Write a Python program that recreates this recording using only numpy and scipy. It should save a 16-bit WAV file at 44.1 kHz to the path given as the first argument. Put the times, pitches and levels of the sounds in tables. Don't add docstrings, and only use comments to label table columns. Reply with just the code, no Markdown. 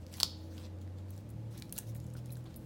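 import sys
import numpy as np
from scipy import signal
from scipy.fft import rfft, irfft, next_fast_len
from scipy.io import wavfile
from scipy.ndimage import uniform_filter1d

SR = 44100
rng = np.random.default_rng(int(sys.argv[2]) if len(sys.argv) > 2 else 0)


def persist_wave(psi):
    counts = np.round(np.clip(psi, -1, 1) * 32767).astype(np.int16)
    wavfile.write(sys.argv[1], SR, np.atleast_2d(counts).T)


N = 116865

# f/Hz, relative density/dB
DEEP_SPECTRUM = [(15, -25), (30, -14), (45, -6), (70, 4.5), (100, -10), (200, -44)]
RUMBLE_SPECTRUM = [(20, -24.5), (45, -14.5), (70, -2), (140, 3.5), (220, -1), (300, -11.5), (450, -20),
                   (900, -52)]
AIR_SPECTRUM = [(150, -31), (250, -2), (319, -2), (400, -11), (519, -6.5), (651, -12.5), (1310, -23.5),
                (4570, -33), (15200, -43.5), (16000, -61)]
# t/s, level/dB
DEEP_ENVELOPE = [(0, -64), (1.15, -77), (1.3, -62.5), (1.8, -64.5), (2.1, -59), (2.45, -61.5), (2.65, -53)]
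RUMBLE_ENVELOPE = [(0, -55.5), (1.1, -55.5), (1.35, -55.5), (1.6, -50.5), (1.85, -53), (2.4, -56),
                   (2.65, -53.5)]
HUM_ENVELOPE = [(0, -62), (0.25, -67), (0.36, -55), (0.58, -57.5), (0.8, -63), (1.25, -65), (1.45, -59),
                (1.75, -62), (2.1, -70.5), (2.45, -62.5), (2.65, -59)]
# f/Hz, resonator bandwidth/Hz, level/dB
HUM_BANDS = [(199.6, 14, -63), (224.5, 16, -66), (456, 30, -73.5), (513.2, 16, -68.5), (582, 24, -74.5),
             (843, 8, -77.5)]
# t/s, firing rate/Hz, firing tone level/dB, shaft harmonics level/dB
ENGINE_COURSE = [(0, 87.4, -51, -64), (0.55, 88.2, -47.5, -65), (0.8, 91, -45, -69),
                 (1.15, 94.96, -44.5, -73), (1.23, 106, -50.5, -66), (1.35, 111.6, -45, -52),
                 (1.5, 113.7, -43.5, -63), (1.57, 111.5, -50, -57.5), (1.73, 107.3, -60, -68),
                 (1.82, 108.6, -50.5, -71), (1.9, 113.3, -41.5, -57), (2.05, 120.8, -46, -49.5),
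                 (2.2, 121.9, -45, -56), (2.4, 122.1, -43, -58), (2.56, 124.9, -55.5, -55.5),
                 (2.65, 127.5, -54, -56)]
# multiple of the shaft rate, relative level/dB
SHAFT_HARMONICS = [(2, -0.5), (4, -1.5), (5, -7.5), (8, -12.5)]
# f/Hz, T60/s, gain/dB
REVERB_BANDS = [(500, .4, -36), (1500, .36, -12), (3500, 0.48, -13), (4600, 0.44, -13), (5800, 0.35, -15.5),
                (8000, .3, -19), (14000, 0.3, -17)]
# t/s, duration/s, level/dB, tilt/(dB per octave)
RUSTLE_STROKES = [(0.000, 0.037, -71.5, 0), (0.060, 0.083, -69.5, 0), (0.113, 0.095, -54.5, 1),
                  (0.348, 0.14, -70, 1), (0.498, 0.078, -64, 0), (0.567, 0.062, -61, -0.5),
                  (0.630, 0.032, -59, -1.5), (0.808, 0.011, -64, 3.5), (0.969, 0.038, -68, -2),
                  (1.067, 0.14, -68.5, 2.5), (1.502, .06, -61, -1), (1.569, .018, -55, 2),
                  (1.589, 0.12, -68, 6.5), (1.72, 0.045, -54, 10.5), (1.753, 0.024, -51.5, 1),
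                  (1.792, .04, -65, -3), (1.864, 0.036, -57.5, 4.5), (1.943, 0.024, -57, 6.5),
                  (1.988, 0.1, -70.5, 2), (2.162, 0.021, -58, 1), (2.237, 0.16, -68.5, 5.5),
                  (2.452, 0.019, -58.5, -3.5), (2.476, .06, -67, -4)]
# f/Hz, relative level/dB
RUSTLE_SPECTRUM = [(300, 8), (900, 1.5), (2000, 0), (4200, 2.5), (7000, -0.5), (11000, -7), (16000, -5.5)]
# t/s, level/dB, T60/s
CLINK_IMPACTS = [(0.17, -54.5, .05), (1.304, -59.5, .04), (1.962, -55, .03), (2.3060, -60, .04),
                 (2.319, -51, 0.034), (2.3235, -48.5, 0.072), (2.334, -56, 0.04), (2.5610, -47.5, 0.069)]
# f/Hz, relative level/dB, fraction of the impact's T60
TINY_PART_MODES = [(7060, -17, .4), (10470, -3, 1), (12410, -2, .9), (15660, -5, .7)]
# t/s, level/dB, centre f/Hz, T60/s
CREASE_SNAPS = [(0.0657, -50, 4960, 0.0044), (0.0965, -64, 7000, .004), (0.1393, -44, 6140, 0.0067),
                (0.1408, -43.5, 5000, .006), (0.1705, -49, 8100, .004), (0.58, -46.5, 3250, .008),
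                (0.8760, -56.5, 1700, 0.011), (0.9860, -58, 4000, .008), (1.1055, -48, 14100, 0.015),
                (1.165, -59, 8900, 0.0061), (1.1782, -51.5, 7360, .006), (1.2917, -56.5, 9970, .005),
                (1.3020, -55, 9000, 0.0057), (1.5774, -46.5, 11200, 0.0087), (1.5985, -50, 11000, .004),
                (1.6223, -38.5, 4340, 0.011), (1.6555, -62, 12000, .004), (1.6947, -53, 5500, 0.011),
                (1.7249, -32, 12000, .010), (1.7275, -47, 3530, 0.0085), (1.764, -47, 10050, .005),
                (1.7797, -30, 12900, 0.0082), (1.7859, -31.5, 12200, 0.0065), (1.7871, -29.5, 8900, 0.012),
                (1.949, -53, 12000, 0.0058), (1.9540, -55.5, 1960, 0.0089), (2.0014, -52.5, 7360, 0.0084),
                (2.0667, -55.5, 8000, 0.0081), (2.043, -59, 7490, 0.0058), (2.1020, -57.5, 6500, .005),
                (2.1369, -54.5, 7870, .005), (2.1404, -53.5, 11000, 0.0062), (2.2586, -51, 7400, 0.012),
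                (2.3553, -53.5, 4470, .005), (2.3695, -52.5, 8000, 0.02), (2.4420, -59.5, 8800, 0.012),
                (2.5430, -54, 5000, 0.0031)]
# t/s, level/dB, f/Hz
SOFT_POPS = [(1.6226, -46.5, 2380), (1.7800, -42.5, 2870), (1.7865, -44.5, 885), (1.7875, -51, 1690),
             (2.1528, -48.5, 1450), (2.2945, -55, 2490), (2.3050, -51.5, 4040), (2.3688, -55.5, 1570),
             (2.4625, -55, 3450)]
# t/s, ring level/dB, crack level/dB, crack tilt/(dB per octave)
PLASTIC_IMPACTS = [(0.2015, -25.5, -28.5, 3), (0.2076, -34, -32, .5), (0.214, -40, -41, 2),
                   (0.2317, -13.5, -20, 0)]
# f/Hz, relative level/dB
BODY_SPECTRUM = [(500, -40.5), (2000, -29), (2650, -27.5), (3150, -9), (4000, -4.5), (4480, 4.5),
                 (4750, -6), (5000, 1), (5750, -13.5), (6850, -29.5), (7500, -11.5), (9000, -17),
                 (11800, -22.5), (14700, -20)]
CRACK_SPECTRUM = [(200, 3), (550, 3.5), (850, 8.5), (1400, 2), (2200, -4.5), (4000, 7), (8000, 2.5),
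                  (11000, 0.5), (16000, -1)]

TOP_HZ = 16300


def undb(db):
    return 10 ** (np.asarray(db) / 20)


def unit(x):
    return x / np.sqrt(np.mean(x ** 2) + 1e-30)


def burst(x, db):
    return x * undb(db) * np.sqrt(SR / 1000 / np.sum(x ** 2))


def seconds(length):
    return np.arange(int(length * SR)) / SR


def fade(t, t60):
    return np.exp(-np.log(1000) * t / t60)


def noise_decay(t, t60):
    return rng.standard_normal(len(t)) * fade(t, t60)


def contour(points):
    return undb(np.interp(np.arange(N) / SR, *np.array(points).T))


def add(out, at, x):
    i = max(int(round(at * SR)), 0)
    out[i:i + len(x)] += x[:max(len(out) - i, 0)]


def colour(x, points, tilt_db=0):
    size = 2 * next_fast_len(len(x))
    octave = np.log2(np.maximum(np.fft.rfftfreq(size, 1 / SR), 10))
    hz, db = np.array(points, float).T
    gain = undb(np.interp(octave, np.log2(hz), db) + tilt_db * np.maximum(octave - 10, 0))
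    cepstrum = irfft(np.log(gain))
    cepstrum[1:size // 2] *= 2
    cepstrum[size // 2 + 1:] = 0
    return irfft(rfft(x, size) * np.exp(rfft(cepstrum)))[:len(x)]


def low_cut(x, hz):
    return signal.sosfilt(signal.butter(2, hz, "high", fs=SR, output="sos"), x)


def resonate(x, hz, width):
    return signal.lfilter(*signal.iirpeak(hz, hz / width, fs=SR), x)


def wander(rate):
    hold = int(SR / rate)
    steps = np.repeat(rng.standard_normal(N // hold + 3), hold)
    return 1.2 * uniform_filter1d(steps, hold)[int(rng.random() * hold):][:N]


def rumble(spectrum, envelope):
    return contour(envelope) * unit(colour(rng.standard_normal(N), spectrum))


def air():
    noise = colour(rng.standard_normal(N), AIR_SPECTRUM)
    return undb(-59) * unit(low_cut(noise, hz=220))


def hums():
    faint = np.zeros(N)
    for hz, width, db in HUM_BANDS:
        band = resonate(rng.standard_normal(N), hz, width)
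        faint += undb(db) * unit(resonate(band, hz, width))
    clear_hz = 319 * (1 + .009 * wander(rate=14))
    phase = 2 * np.pi * np.cumsum(clear_hz) / SR
    return faint + np.sqrt(2) * contour(HUM_ENVELOPE) * np.sin(phase)


def engine_drone():
    times, *columns = np.array(ENGINE_COURSE).T
    hz, firing_db, shaft_db = (np.interp(np.arange(N) / SR, times, column) for column in columns)
    firing_phase = 2 * np.pi * np.cumsum(hz) / SR
    shaft_phase = firing_phase / 3
    harmonics = sum(undb(db) * np.sin(order * shaft_phase + rng.uniform(0, 2 * np.pi))
                    for order, db in SHAFT_HARMONICS)
    return np.sqrt(2) * (undb(firing_db) * np.sin(firing_phase) + undb(shaft_db) * harmonics)


def reverberation(x):
    t = seconds(.6)
    spectrum = rfft(rng.standard_normal(len(t)))
    log_hz = np.log(np.fft.rfftfreq(len(t), 1 / SR) + 1)
    centres = np.log([row[0] for row in REVERB_BANDS])
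    decay = lambda t60: fade(t, t60) / np.linalg.norm(fade(t, t60))
    response = undb(-14) * rng.standard_normal(len(t)) * decay(t60=.095)
    for weights, (_, t60, db) in zip(np.eye(len(centres)), REVERB_BANDS):
        band = irfft(spectrum * np.interp(log_hz, centres, weights), len(t))
        response += undb(db) * decay(t60) * band
    out = np.zeros(N)
    add(out, at=.005, x=signal.fftconvolve(x, response))
    return out


def grains(per_s):
    size = undb(3.6 * np.minimum(rng.exponential(size=N), 5))
    occurs = rng.random(N) < per_s / SR
    return unit(occurs * size * rng.choice([-1, 1], N))


def flicker(x, bands=20, depth_db=5.5):
    size = next_fast_len(N)
    spectrum = rfft(x, size)
    root_hz = np.sqrt(np.fft.rfftfreq(size, 1 / SR))
    centres = np.linspace(np.sqrt(500), np.sqrt(TOP_HZ), bands)
    out = np.zeros(N)
    for weights in np.eye(bands):
        band = irfft(spectrum * np.interp(root_hz, centres, weights), size)[:N]
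        out += band * undb(depth_db * np.minimum(wander(rate=50), 1))
    return unit(out)


def rustles(rub_share=.6, release_s=.013):
    creasing = np.sqrt(1 - rub_share) * grains(per_s=1500)
    rubbing = np.sqrt(rub_share) * rng.standard_normal(N)
    friction = flicker(creasing + rubbing)
    out = undb(-76.5) * unit(colour(grains(per_s=300), RUSTLE_SPECTRUM, tilt_db=-3))
    for at, length, db, tilt_db in RUSTLE_STROKES:
        stroke = friction[int(at * SR):][:int((length + .1) * SR)]
        t = np.arange(len(stroke)) / SR
        rise = np.minimum(t / (.003 + .19 * length), 1)
        release = np.exp(-np.maximum(t - length, 0) / release_s)
        add(out, at, undb(db) * rise * release * unit(colour(stroke, RUSTLE_SPECTRUM, tilt_db)))
    return out


def clinks():
    out, t = np.zeros(N), seconds(.15)
    for at, db, t60 in CLINK_IMPACTS:
        scrape = resonate(noise_decay(t, t60=.02), hz=11000, width=7000)
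        ring = sum(undb(mode_db) * fade(t, share * t60) * np.cos(2 * np.pi * hz * t)
                   for hz, mode_db, share in TINY_PART_MODES)
        add(out, at, undb(db) * (ring + burst(scrape, db=-4)))
    return out


def pops():
    out, t = np.zeros(N), seconds(.04)
    for at, db, hz in SOFT_POPS:
        add(out, at, burst(np.sin(2 * np.pi * hz * t) * fade(t, t60=.018), db))
    return out


def snaps():
    out, t = np.zeros(N), seconds(.04)
    for at, db, hz, t60 in CREASE_SNAPS:
        crackle = resonate(noise_decay(t, t60), hz, width=.73 * hz)
        ring = undb(-1) * resonate(crackle, hz, width=.2 * hz)
        add(out, at, burst(low_cut(crackle + ring, hz=880), db))
    return out


def plastic_item(contact_s=.00008):
    out, t = np.zeros(N), seconds(.05)
    build_up = 1 - np.exp(-t / contact_s)
    ring = colour(signal.unit_impulse(len(t)), BODY_SPECTRUM) * build_up
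    ring = low_cut(ring, hz=2000)
    for at, ring_db, crack_db, tilt_db in PLASTIC_IMPACTS:
        crack = colour(noise_decay(t, t60=.0078), CRACK_SPECTRUM, tilt_db)
        add(out, at, burst(ring, ring_db) + burst(crack, crack_db))
    return out


def scene():
    direct = plastic_item() + snaps() + pops() + clinks() + rustles()
    reflected = reverberation(direct)
    background = engine_drone() + rumble(RUMBLE_SPECTRUM, RUMBLE_ENVELOPE) + air() + hums()
    background += rumble(DEEP_SPECTRUM, DEEP_ENVELOPE)
    return (direct + reflected + background)[None]


def record(dry):
    return signal.sosfilt(signal.ellip(8, .2, 70, TOP_HZ, fs=SR, output="sos"), dry)


dry = scene()
out = record(dry)
persist_wave(out)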